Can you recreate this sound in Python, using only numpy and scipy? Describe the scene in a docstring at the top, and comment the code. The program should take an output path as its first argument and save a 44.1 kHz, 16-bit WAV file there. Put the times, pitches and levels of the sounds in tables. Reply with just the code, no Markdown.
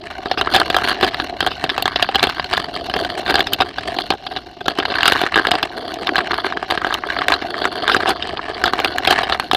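"""A camera in a closed plastic housing rides on a bicycle down a stony track.
Tyre roll, loose chatter, gravel hiss (all shaped noise) and a low rumble run from the start to the end.
From about 0.3 s stones jolt the frame: clusters of bounces ring the housing, with short scrapes between.
The knocks thin out from about 3.6 s, then crowd together again from about 4.9 s.
The single microphone overloads on the hardest knocks."""
import sys
import numpy as np
from scipy import signal
from scipy.fft import rfft, irfft
from scipy.io import wavfile
from scipy.ndimage import uniform_filter1d

SR = 44100
rng = np.random.default_rng(int(sys.argv[2]) if len(sys.argv) > 2 else 0)


def level_to_linear(level):
    """Convert decibel levels to linear amplitude factors, elementwise."""
    exponent = np.asarray(level, float) / 20
    return 10 ** exponent


def put_to_file(sound):
    """Save the sound as 16-bit audio at rate SR, in the file named by the first command-line argument."""
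    columns = np.atleast_2d(sound).T  # one column per channel
    safe = np.clip(columns, -1, 1)
    whole_steps = np.round(safe * 32767)
    wavfile.write(sys.argv[1], SR, whole_steps.astype(np.int16))


N = 421594  # length in samples


def evened(x):
    """Scales a sound to rms 1."""
    return x / np.sqrt(np.mean(x ** 2) + 1e-20)


def flutter(hz):
    """A wandering curve: straight lines between random points of rms 1, hz points a second."""
    points = rng.standard_normal(N // 16)
    return np.interp(np.arange(N) / SR * hz, np.arange(len(points)), points)


def ride():
    """How strongly the ride shakes the tyre roll, walls and window, one value in dB a sample."""
    # Each row: time in seconds, tyre roll in dB, chatter in the walls in dB,
    # chatter in the window in dB (all before the gusts).
    ride_levels = [(0.0, -39.5, -43, -46), (0.29, -34.5, -41, -40.5), (0.48, -31, -35, -35.5),
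                   (0.9, -31, -29, -30.5), (1.36, -34, -41.5, -40.5), (2.16, -43, -28.5, -34.5),
                   (2.74, -33, -40, -37), (3.51, -30.5, -37.5, -36), (3.67, -40.5, -41.5, -43),
                   (3.99, -31.5, -36, -33.5), (4.13, -41, -50, -44), (4.63, -40.5, -50, -45.5),
                   (4.93, -31, -26, -31), (5.27, -34, -28.5, -32.5), (5.78, -33, -40.5, -42.5),
                   (6.1, -30, -40, -37.5), (6.31, -30, -27.5, -31), (6.58, -35.5, -39.5, -40),
                   (7.3, -30.5, -30, -35.5), (7.56, -30.5, -37, -37.5), (7.99, -30, -30.5, -34.5),
                   (8.33, -33.5, -38, -40.5), (9.19, -29, -27.5, -31.5), (9.56, -42.5, -50, -48)]
    s, *columns = np.transpose(ride_levels)
    return [np.interp(np.arange(N) / SR, s, column) for column in columns]


def rings(count, spread_db, squeak_db=0, tilt_db=0):
    """How mount, walls, window and edge ring after a click; each place of contact favours other modes."""
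    # What the housing rings with. Each row: middle pitch in Hz, relative level in dB before chance and tilt,
    # time to fall by 60 dB in seconds.
    housing_modes = [(281, -6.5, 0.014), (390, 6, 0.018), (539, -0.5, 0.024), (751.8, 3.5, 0.04),
                     (1223, 11, 0.0074), (1357, -0.5, 0.036), (1608, 8, .016), (2350, 3.5, 0.0057),
                     (2758, -2, 0.0077), (3150, -2, 0.0086), (3555, -2.5, 0.01), (4114, -4, 0.007),
                     (4854, -6.5, 0.0073), (4920, -10.5, 0.0027), (5950, 0.5, 0.0015), (8400, -1.5, 0.0016),
                     (9800, -1, 0.001), (15720, -5.5, 0.0023)]
    # Borders between mount, walls, window and edge, in Hz.
    part_borders = [950, 2400, 5500]
    t = np.arange(1536) / SR
    out = np.zeros((4, count, len(t)))
    chance = rng.standard_normal((count, len(housing_modes), 2, 1))
    for k, (hz, db, t60) in enumerate(housing_modes):
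        db = db + spread_db * chance[:, k, 0] + tilt_db * np.log2(hz / 1000)
        if k == len(housing_modes) - 1:
            db = db + squeak_db  # only the highest mode squeaks
        turns = hz * (1 + 0.011 * spread_db * chance[:, k, 1]) * t
        mode = level_to_linear(db - 60 * t / t60) * np.sin(2 * np.pi * turns)
        out[np.searchsorted(part_borders, hz)] += (-1) ** k * mode
    bands_hz = [(150, 1640), (700, 2370), (2200, 5700), (4500, 20400)]
    for part, band_hz in enumerate(bands_hz):
        band = signal.butter(2, band_hz, "band", fs=SR, output="sos")
        out[part] = signal.sosfilt(band, out[part])
    return out / np.linalg.norm(out, axis=2, keepdims=True)


def grit(per_s, spread_db, ms, smooth):
    """Noise of short scrapes, a few of them large, over a smooth shaking."""
    hits = rng.random(N) < per_s / SR
    size = level_to_linear(spread_db * np.minimum(rng.exponential(1, N), 3.2)) * hits
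    bump = np.exp(-(np.arange(-200, 200) / (ms * SR / 1000)) ** 2)
    strength = evened(signal.oaconvolve(size, bump, "same")) + smooth
    sparse_noise = rng.standard_normal(N) * (rng.random(N) < .3)
    return strength * sparse_noise


def rumble(shaken):
    """Low noise through the mount, swelling with every jolt."""
    # Colour of the rumble. Each row: frequency in Hz, relative level in dB.
    rumble_colour = [(12, -52), (20, -14), (65, 1), (146, -6), (220, -7.5), (290, -2), (480, -120)]
    # Slow change of the rumble. Each row: time in seconds, change in dB.
    rumble_drift = [(0, 1), (3.5, 3), (6, -3), (9.56, 0.5)]
    rumble_db = -39  # rms before the slow drift
    hz, db = np.transpose(rumble_colour)
    bins_hz = np.fft.rfftfreq(N, 1 / SR)
    colour = level_to_linear(np.interp(np.log(bins_hz + 1), np.log(hz + 1), db))
    jolt_db = 10 * np.log10(abs(uniform_filter1d(shaken ** 2, 1100)) + 1e-5)  # power over 25 ms
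    swelling_noise = rng.standard_normal(N) * level_to_linear(0.49 * jolt_db)
    low_noise = evened(irfft(rfft(swelling_noise) * colour, N))
    drift = level_to_linear(np.interp(np.arange(N) / SR, *np.transpose(rumble_drift)))
    return drift * level_to_linear(rumble_db) * low_noise


def gravel():
    """The tyres' hiss on the gravel, heard through the window of the housing: band-passed grit."""
    window_db = ride()[2]
    band = signal.butter(5, (2000, 5200), "band", fs=SR, output="sos")
    hiss = signal.sosfilt(band, grit(per_s=200, spread_db=0.5, ms=1.9, smooth=0.4))
    return evened(hiss) * level_to_linear(.5 * window_db - 29.5 + 0.52 * flutter(13))


def chatter(jolts):
    """Tyre roll drives the mount; loose play chatters in walls, window and edge, harder after knocks."""
    roll_db, walls_db, window_db = ride()
    recent_power = abs(signal.lfilter([.002], [1, -.998], jolts ** 2))  # fades over about 11 ms
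    stirred_db = 10 * np.log10(1 + recent_power / level_to_linear(-47))
    gusts_db = 1.21 * flutter(25) + 2.43 * flutter(70) + 0.1 * stirred_db
    play = grit(per_s=140, spread_db=2.0, ms=1.44, smooth=0.22)
    roll = grit(per_s=60, spread_db=3.5, ms=3.6, smooth=0.94)
    sizzle = grit(per_s=90, spread_db=5.5, ms=2.75, smooth=0.39)
    # in the order mount, walls, window, edge
    drives = [0.63 * play + roll, play, 1.48 * play + sizzle, play + 0.053 * sizzle]
    levels_db = [roll_db + 0.96 * gusts_db,
                 walls_db + 1.0 * gusts_db,
                 window_db + 0.99 * gusts_db,
                 1.056 * window_db - 21 + 2.37 * gusts_db]
    turn = np.pi * flutter(9)  # the place of contact wanders over the housing
    shares = [np.cos(turn / 2 + np.pi * k / 4) ** 4 for k in range(4)]
    out = np.zeros(N)
    for drive, db, part_rings in zip(drives, levels_db, rings(4, 4.58)):
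        shaking = evened(drive) * level_to_linear(db)
        for share, ring in zip(shares, part_rings):
            out += signal.oaconvolve(shaking * share, ring)[:N]
    return out


def scrapes():
    """Longer scrapes of the camera on the housing: rough contact rings the lower parts or the window."""
    # Each row: start in seconds, length in seconds, level of the rubbing in dB before it rings the parts,
    # share in the window from 0 to 1.
    scrape_list = [(.375, 0.03, -22.5, 0.8), (.53, 0.053, -19, 0.5), (1.02, 0.033, -20, 0.47),
                   (1.065, 0.033, -28, 1), (1.495, 0.051, -33, 1), (2.22, 0.035, -19.5, 0.3),
                   (3.28, 0.038, -22.5, 0.15), (4.305, 0.028, -30.5, 0.22), (4.605, 0.013, -27, 0.3),
                   (4.655, 0.011, -23.5, 0.36), (5.05, 0.048, -23, 1), (5.175, 0.041, -29, 0.7),
                   (7.86, 0.13, -26.5, 0.35), (7.91, 0.038, -24, 0.97), (8.06, 0.046, -19, 0.43),
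                   (9.09, 0.053, -19.5, 0.56)]
    mount, walls, window, edge = rings(len(scrape_list), 3.5)
    out = np.zeros(N)
    for k, (s, length, db, share) in enumerate(scrape_list):
        share = np.clip(share, 0, 1)
        noise, gate = rng.standard_normal((2, 6000))
        rub = (noise * (abs(gate) > 1.3))[:round(length * SR)]
        rub = rub * signal.windows.tukey(len(rub), .6)
        lower_ring = 1.2 * mount[k] + 0.67 * walls[k]
        upper_ring = window[k] + 0.09 * edge[k]
        ring = np.sqrt(1 - share) * lower_ring + np.sqrt(share) * upper_ring
        sound = level_to_linear(db) * np.convolve(evened(rub), ring)
        out[round(s * SR):][:len(sound)] += sound
    return out


def with_rebounds():
    """Pairs each knock with a weaker, duller rebound, mostly after it; gives columns and bounce times."""
    # The hardest knocks. Each row: time of the height in seconds, ring level in dB,
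    # thud in dB against the ring, bright part in dB against the ring (held to 1 later),
    # tick in dB against the ring.
    knock_list = [(0.2589, -12.5, -1, -5.5, -23), (0.3146, -5.5, -0.5, -3, -18.0),
                  (0.3756, -9.5, -4, -7, -29), (0.413, -0.1, -14, -5.0, -17),
                  (0.4737, -3.5, -15, -14.0, -36.0), (0.539, -6, -6, 4, -13.0), (0.547, -1, -9, -3.5, -11),
                  (0.553, -2, -7.0, -1.0, -11), (0.563, 0.5, -4.5, -1.0, -12.0), (0.603, -8, -16, -10, -26),
                  (0.616, -1.5, -10.5, -10, -23), (0.7019, -5.5, -2, -2.5, -14.0),
                  (0.7458, -1.5, -7.5, -8.5, -20.0), (0.7663, -0.8, -5, -4, -13),
                  (0.7862, -7, -11, -6.5, -16), (0.8202, -10, -18, -21, -36.0),
                  (0.8757, -8, -12, -3.0, -17), (0.8857, -7.5, -14, -5.5, -38.0),
                  (0.9153, -7, -7, -3.5, -22), (1.0113, -8, -9, -3.5, -13), (1.029, -2.5, -1, -4.0, -19.0),
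                  (1.0468, -4, -9, -1.5, -15), (1.1454, -6.5, -13, -3, -16), (1.2005, -4.5, -7.5, -3, -38),
                  (1.4065, -1, -21, -4.5, -16), (1.4274, -11.5, 0, -3, -27.0), (1.4654, -4, -4, -2.5, -12),
                  (1.474, -7, -6.0, -4, -15), (1.5173, -12, -17, -4.5, -30.0),
                  (1.6409, -6, -1.5, -3.0, -14.0), (1.6939, -6, -14, -2, -34.0),
                  (1.6994, -3.5, -28, -2.5, -23), (1.78, -6.5, -3, -3, -14), (1.8245, -6, -9, 1, 1.5),
                  (1.857, -2.5, -7, -4.5, -15), (1.8795, -2, -19, -7, -19), (1.9599, -1.2, -8.5, -1, -24),
                  (1.9968, -9, -9.0, -5, -33.0), (2.026, 1.6, -8.5, -0.5, -17), (2.0898, -8, 0, -2, -22),
                  (2.1478, -4.5, -9, -1, -31.0), (2.157, 0, -7.5, -0.5, -14), (2.1953, -5, -25, -2.0, -32),
                  (2.2294, 1, -9, -2, -16), (2.2386, -1.5, -10, -2, -12), (2.2712, -7.4, -2, -1, -18.0),
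                  (2.2978, -7.5, -15, -3.5, -15), (2.3976, -3, -17, -7.5, -33),
                  (2.4448, -9.5, -21, -1, -15.0), (2.5306, -7, -6, -1, -25.0), (2.5365, 0, -11, -3.5, -26),
                  (2.57, -7.5, -31, 1, -16.0), (2.5782, -3.5, -25, -18, -17),
                  (2.8986, -10.5, -6, -1, -18.0), (2.9397, -6.5, -7, -4, -21.0),
                  (2.965, -7.5, -3.5, -6.0, -21), (3.0489, -8.5, -7, -2, -16), (3.263, -10, -9, -4, -25.0),
                  (3.2792, -10.9, -6, -4.0, -20), (3.299, -6, -1.0, -3.0, -17), (3.3074, -3, -15, -4, -12),
                  (3.3234, -12, -8, -11, -32), (3.3426, -3.3, -2.5, -2, -18), (3.3557, 0.5, -8.5, -3, -21),
                  (3.3658, -11, -17, -4, -24.0), (3.3804, -11, -9, -9, -24), (3.3935, -7.5, 1, -4.0, -14),
                  (3.4058, -1.5, -13.0, -2, -19.0), (3.4704, -8.5, -12, -2, -10),
                  (3.5345, -2.5, -17.0, 1, 0), (3.6045, -6, -1.5, -2, -34), (3.6098, -5, -2, -3.0, -13),
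                  (3.6201, -4, -6.0, -3.5, -22), (3.7844, -11, -3.5, -3.5, -24),
                  (3.9875, -7.5, -2.5, -3, -25.0), (4.105, -0.6, -5.5, -1, -20), (4.1372, -21, 8, -4, -13),
                  (4.2674, -14, -5, -1.5, -21), (4.3639, -12, -3.5, -0.5, -25),
                  (4.3706, -11.5, -11, -2, -32.0), (4.6826, -1.5, -4, -4.5, -14.0),
                  (4.7878, -7, -0.5, -3, -15), (4.801, -4, -10.0, -2, -33.0),
                  (4.829, -13, -13.0, -11, -30.0), (4.8541, -4, -14, -5.5, -24.5),
                  (4.9019, -12, -10, -1, -33), (4.9205, -13.5, 2, -4, -39.0), (4.9405, -10, -18, -4, -34),
                  (4.957, -7.0, -25, -3, -33), (5.0078, -5.5, -23, -3.5, -28),
                  (5.0317, 2.5, -22, -5.0, -21.5), (5.0566, 2, -17, -4.5, -14),
                  (5.0628, -5, -9.5, -1, -16.0), (5.0795, 2.8, -13, -2.5, -7),
                  (5.0905, -9, -5, -8.0, -21.0), (5.122, -1, -5.0, -4, -13), (5.1339, -9, -19, -0.5, -10),
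                  (5.1475, -18, -19, -8, -23), (5.159, -3.5, -13, -11.0, -21), (5.216, -5, -4.5, -4.5, -13),
                  (5.2368, -5.5, 0, -5, -24), (5.2652, -3.5, -18, -11, -21),
                  (5.3426, -3.5, -18.0, -3, -26.0), (5.359, 1.2, -14, -9.0, -18),
                  (5.367, -2, -7.0, -8, -26.0), (5.3762, -1.5, -4.0, -7, -21.0),
                  (5.387, -2.5, -15.5, -9, -24), (5.3966, -5.0, -5.0, -11, -28.0),
                  (5.452, -1.3, -18, -13, -29), (5.4702, -2.5, -7, -2, -18.0), (5.511, -7, -17, -9.5, -9),
                  (5.516, 1, -6.0, -2, -15), (5.541, -12.5, 2, -9.0, -17), (5.554, -5.5, -8, -2.5, -17),
                  (5.6296, -1.5, -23, -3, -16), (5.9418, -16, -36, 0.0, -3), (6.0713, -5, -12, -1, -16),
                  (6.0922, -1.5, -15, -11.5, -26), (6.1576, -1, -16, -9.5, -21),
                  (6.166, -6, -10, -0.5, -28), (6.182, -5.5, -5.5, -3.5, -18),
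                  (6.1893, -4.5, -15, -13, -22), (6.2064, -9.5, -16, -11, -35.0),
                  (6.3096, -7, -11, -11, -34.0), (6.3338, -6.5, -10, -17, -42),
                  (6.3425, -8, -14, -3.5, -20), (6.3857, -5, -21, -28, -48), (6.4465, -4, -9, -15.5, -39),
                  (6.4665, -6, -9, -6.5, -22), (6.5246, -6, -29, -12, -25.0), (6.5725, -7, -6.5, -11, -24),
                  (6.6282, -9.8, -4, -10, -22), (6.703, -7.6, -12, -2.0, -17),
                  (6.7096, -2.5, -13, -4, -13.5), (6.7225, -10, 3.5, -7.0, -22),
                  (6.7763, -6, -8, -6.5, -30), (6.8178, -8, -18, -23, -27), (6.847, -2, -9.5, -13.5, -27.0),
                  (6.8681, -10, 0, -8, -21.0), (6.9079, -6, -18, -27, -27.0),
                  (6.9262, -6, -21, -11.0, -29.0), (6.942, -5, -16, 0.5, -6), (6.95, -7, -24, -24, -27),
                  (7.0375, -9.5, -14, -25, -41.0), (7.1028, -6, -14, -7.5, -24),
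                  (7.1669, -8, -18, -23, -32), (7.1884, -7, -9, -4.0, -23), (7.2184, -3.5, -19, -12.0, -34),
                  (7.2839, 2.5, -13.5, -3.5, -13), (7.3036, -5, -7, -21, -14),
                  (7.3212, 0.3, -13.5, -5, -21), (7.3398, -3, -13.0, -1.5, -18.0),
                  (7.423, -13, -0.5, -7, -20), (7.543, -9, -15.5, -19, -37),
                  (7.6187, -10.5, 0.5, -2.5, -21), (7.643, -8.5, -6, -4, -22),
                  (7.654, -0.5, -11, -13.5, -18.0), (7.8794, 0.1, -16.0, -5, -26.0),
                  (7.8895, -6, -8.5, -16.0, -28.0), (7.8978, -1.5, -23, -7, -24),
                  (7.9174, -5, -12, -3, -33), (7.9467, 0.2, -9, -19, -16), (7.9661, -5, -2, -3, -15),
                  (8.005, -8.5, -12, -8, -29), (8.0322, -10, -3.5, -13, -39.0),
                  (8.059, -2.5, -12, -20, -37), (8.0868, -12, 3, -5.0, -17), (8.0933, -7, -6, -14, -6.5),
                  (8.1056, -4.3, -4.0, -3.5, -17), (8.225, -8, -16, 0.5, -37),
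                  (8.3723, -11.5, -12, -1, -33.0), (8.3937, -9.5, -13, -31, -35.0),
                  (8.6398, -0.3, -9.0, -7.5, -14.5), (8.6576, -7.9, 0, 0, -15.0),
                  (8.6787, -3.5, -11, -6.5, -22), (8.7354, -1.9, -9, -9.5, -19),
                  (8.7914, -5.5, -6, -7, -29), (8.8015, -6.8, -3.5, -4, -15), (8.8468, -1.3, -7, -2, -15),
                  (8.984, -2.2, -26, -6.5, -11), (9.051, -4, -26, -2, -14), (9.0745, 0.5, -6, -1.5, -13),
                  (9.083, -12, 1.0, -5, -15.0), (9.1088, -0.5, -4.5, -2, -11), (9.1269, -3, -9, -6.0, -11),
                  (9.1892, -1.5, -19, -11.5, -20), (9.2334, -8, -5, -1, -20), (9.2978, -5, -7.5, -5.5, -14),
                  (9.3242, -2.5, -9, -4.5, -24), (9.3475, -7, -13, -9, -20), (9.3989, -0.5, -18, -8, -19),
                  (9.514, 0.3, -24, -4, -20), (9.5334, -6, 2, -1.5, -8), (9.5483, -2, -5, -1, -13)]
    rebound_ms, extra_wait_ms = 8, 20  # shortest wait, and spread of the random extra wait
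    early = .2  # share of rebounds that come just before the knock instead
    rebound_db, dull_db, tick_db, spread_db = -14.5, -4, -11, 2.5  # changes from the knock
    bounce_ms, bounce_spread_db, bounce_db_per_thud_db = 1.14, 2, 0.29  # heavy thuds bounce longer
    rows = np.array(knock_list)
    luck = rng.standard_normal((len(rows), 7))
    side = np.where(rng.random(len(rows)) < early, -1, 1)
    wait_s = (rebound_ms + extra_wait_ms * abs(luck[:, 0])) / 1000 * side
    change_db = [rebound_db, 0, dull_db, tick_db] + spread_db * luck[:, 1:5]
    both = np.vstack([rows, rows + np.column_stack([wait_s, change_db])])
    longer_db = bounce_db_per_thud_db * (both[:, 2] + 8) + bounce_spread_db * luck[:, 5:].T.ravel()
    return (*both.T, bounce_ms * level_to_linear(longer_db))


def knocks():
    """Each knock is a cluster of bounces that builds up, dies and rings the four parts."""
    lead_ms, blow = .8, 2.53  # how early the main blow falls, and its size among the bounces
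    s, ring_db, thud_db, bright_db, tick_db, bounce_ms = with_rebounds()
    ms = (np.arange(1024) - 256) / SR * 1000
    draw = rng.standard_normal((len(s), 3, len(ms)))
    u = (ms + lead_ms) / np.clip(bounce_ms, .2, 6)[:, None]
    fade = np.exp(-np.where(u < 0, (u / 0.6) ** 2, abs(u / 1.17) ** 0.71))
    fade = fade + 0.084 * np.exp(-abs(ms) / np.where(ms < 0, 1.3, 4.5))  # smaller bounces lead in and trail off
    bounces = draw[:, 0] * (abs(draw[:, 1]) > 1.4) + 0.068 * draw[:, 2]
    contact = bounces * fade * signal.windows.tukey(len(ms), .3)
    contact[:, np.searchsorted(ms, -lead_ms)] += blow * np.sign(draw[:, 2, 0])

    bright_db = np.minimum(bright_db, 1)
    dull_db = 10 * np.log10(np.clip(1 - level_to_linear(bright_db) ** 2, .03, 1))  # the walls take what the window does not
    ring_db = np.minimum(ring_db, 3)  # ring level is held to at most 3 dB
    levels_db = ring_db + np.array([thud_db, dull_db, bright_db, tick_db])
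    # sharp glancing knocks sing at the top
    squeak_db = 1.0 * np.clip(tick_db + bright_db + 7.0, 0, 10)[:, None]
    # per octave: dull knocks favour the lower modes of each part
    tilt_db = 0.95 * np.clip(bright_db + 6.5, -15, 4)[:, None]
    parts = rings(len(s), 2.47, squeak_db, tilt_db)
    powers = [1.4, 1.0, 0.61, 0.82]  # how each part weighs hard bounces against soft ones
    out = np.zeros(N + SR)
    for part, db, power in zip(parts, levels_db, powers):
        push = contact * (abs(contact) + 1e-9) ** (power - 1)
        sound = signal.fftconvolve(push, part, axes=1)
        sound *= (level_to_linear(db) / abs(sound).max(1))[:, None]  # sets the peak of each part
        places = np.round(s * SR).astype(int)[:, None] + np.arange(sound.shape[1])
        np.add.at(out, places, sound)
    return out[256:N + 256]


def scene():
    """Everything that reaches the one microphone inside the housing, fed to both channels."""
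    jolts = knocks() + scrapes()
    bed = chatter(jolts) + gravel()
    # walls and window cancel where they meet
    bed = bed - 1.3 * signal.lfilter(*signal.iirpeak(2480, 7.0, SR), bed)
    shaken = jolts + bed
    return np.tile(shaken + rumble(shaken), (2, 1))


def microphone(sound):
    """Adds hiss, clips near full scale and cuts the treble steeply."""
    hiss = level_to_linear(-75) * rng.standard_normal(N)
    heard = np.clip(sound + hiss, -.96, .96)
    return signal.oaconvolve(heard, signal.firwin(101, 15100, fs=SR), "same")


def parted(x):
    """The two channels part in brief patches, most in the treble: phase-scrambled sound, plus and minus."""
    # How far the channels part. Each row: frequency in Hz, side level in dB against the middle in a patch.
    side_levels = [(200, -37.5), (1300, -32), (3000, -28), (8000, -7), (15000, -1)]
    hz, t, z = signal.stft(x, SR, nperseg=256, noverlap=192)
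    patches = rng.random((len(t) // 32 + 1, 10)) < .4
    patches = patches.repeat(32, 0).repeat(13, 1)[:len(t), :len(hz)].T  # each about 46 ms by 2.2 kHz
    turn = np.exp(2j * np.pi * rng.random((len(t), len(hz)))).T
    f, db = np.transpose(side_levels)
    level = level_to_linear(np.interp(np.log(hz + 1), np.log(f), db))[:, None]
    side = signal.istft(z * turn * patches * level, SR, nperseg=256, noverlap=192)[1][:N]
    return np.array([x + side, x - side])


def band_limit(x):
    """A steep low-pass at the top of the band."""
    return signal.sosfilt(signal.butter(12, 16430, fs=SR, output="sos"), x)


def record(dry):
    """The microphone hears one channel, which is then parted into two."""
    heard = microphone(dry[0])
    return band_limit(parted(heard))


dry = scene()
out = record(dry)
put_to_file(out)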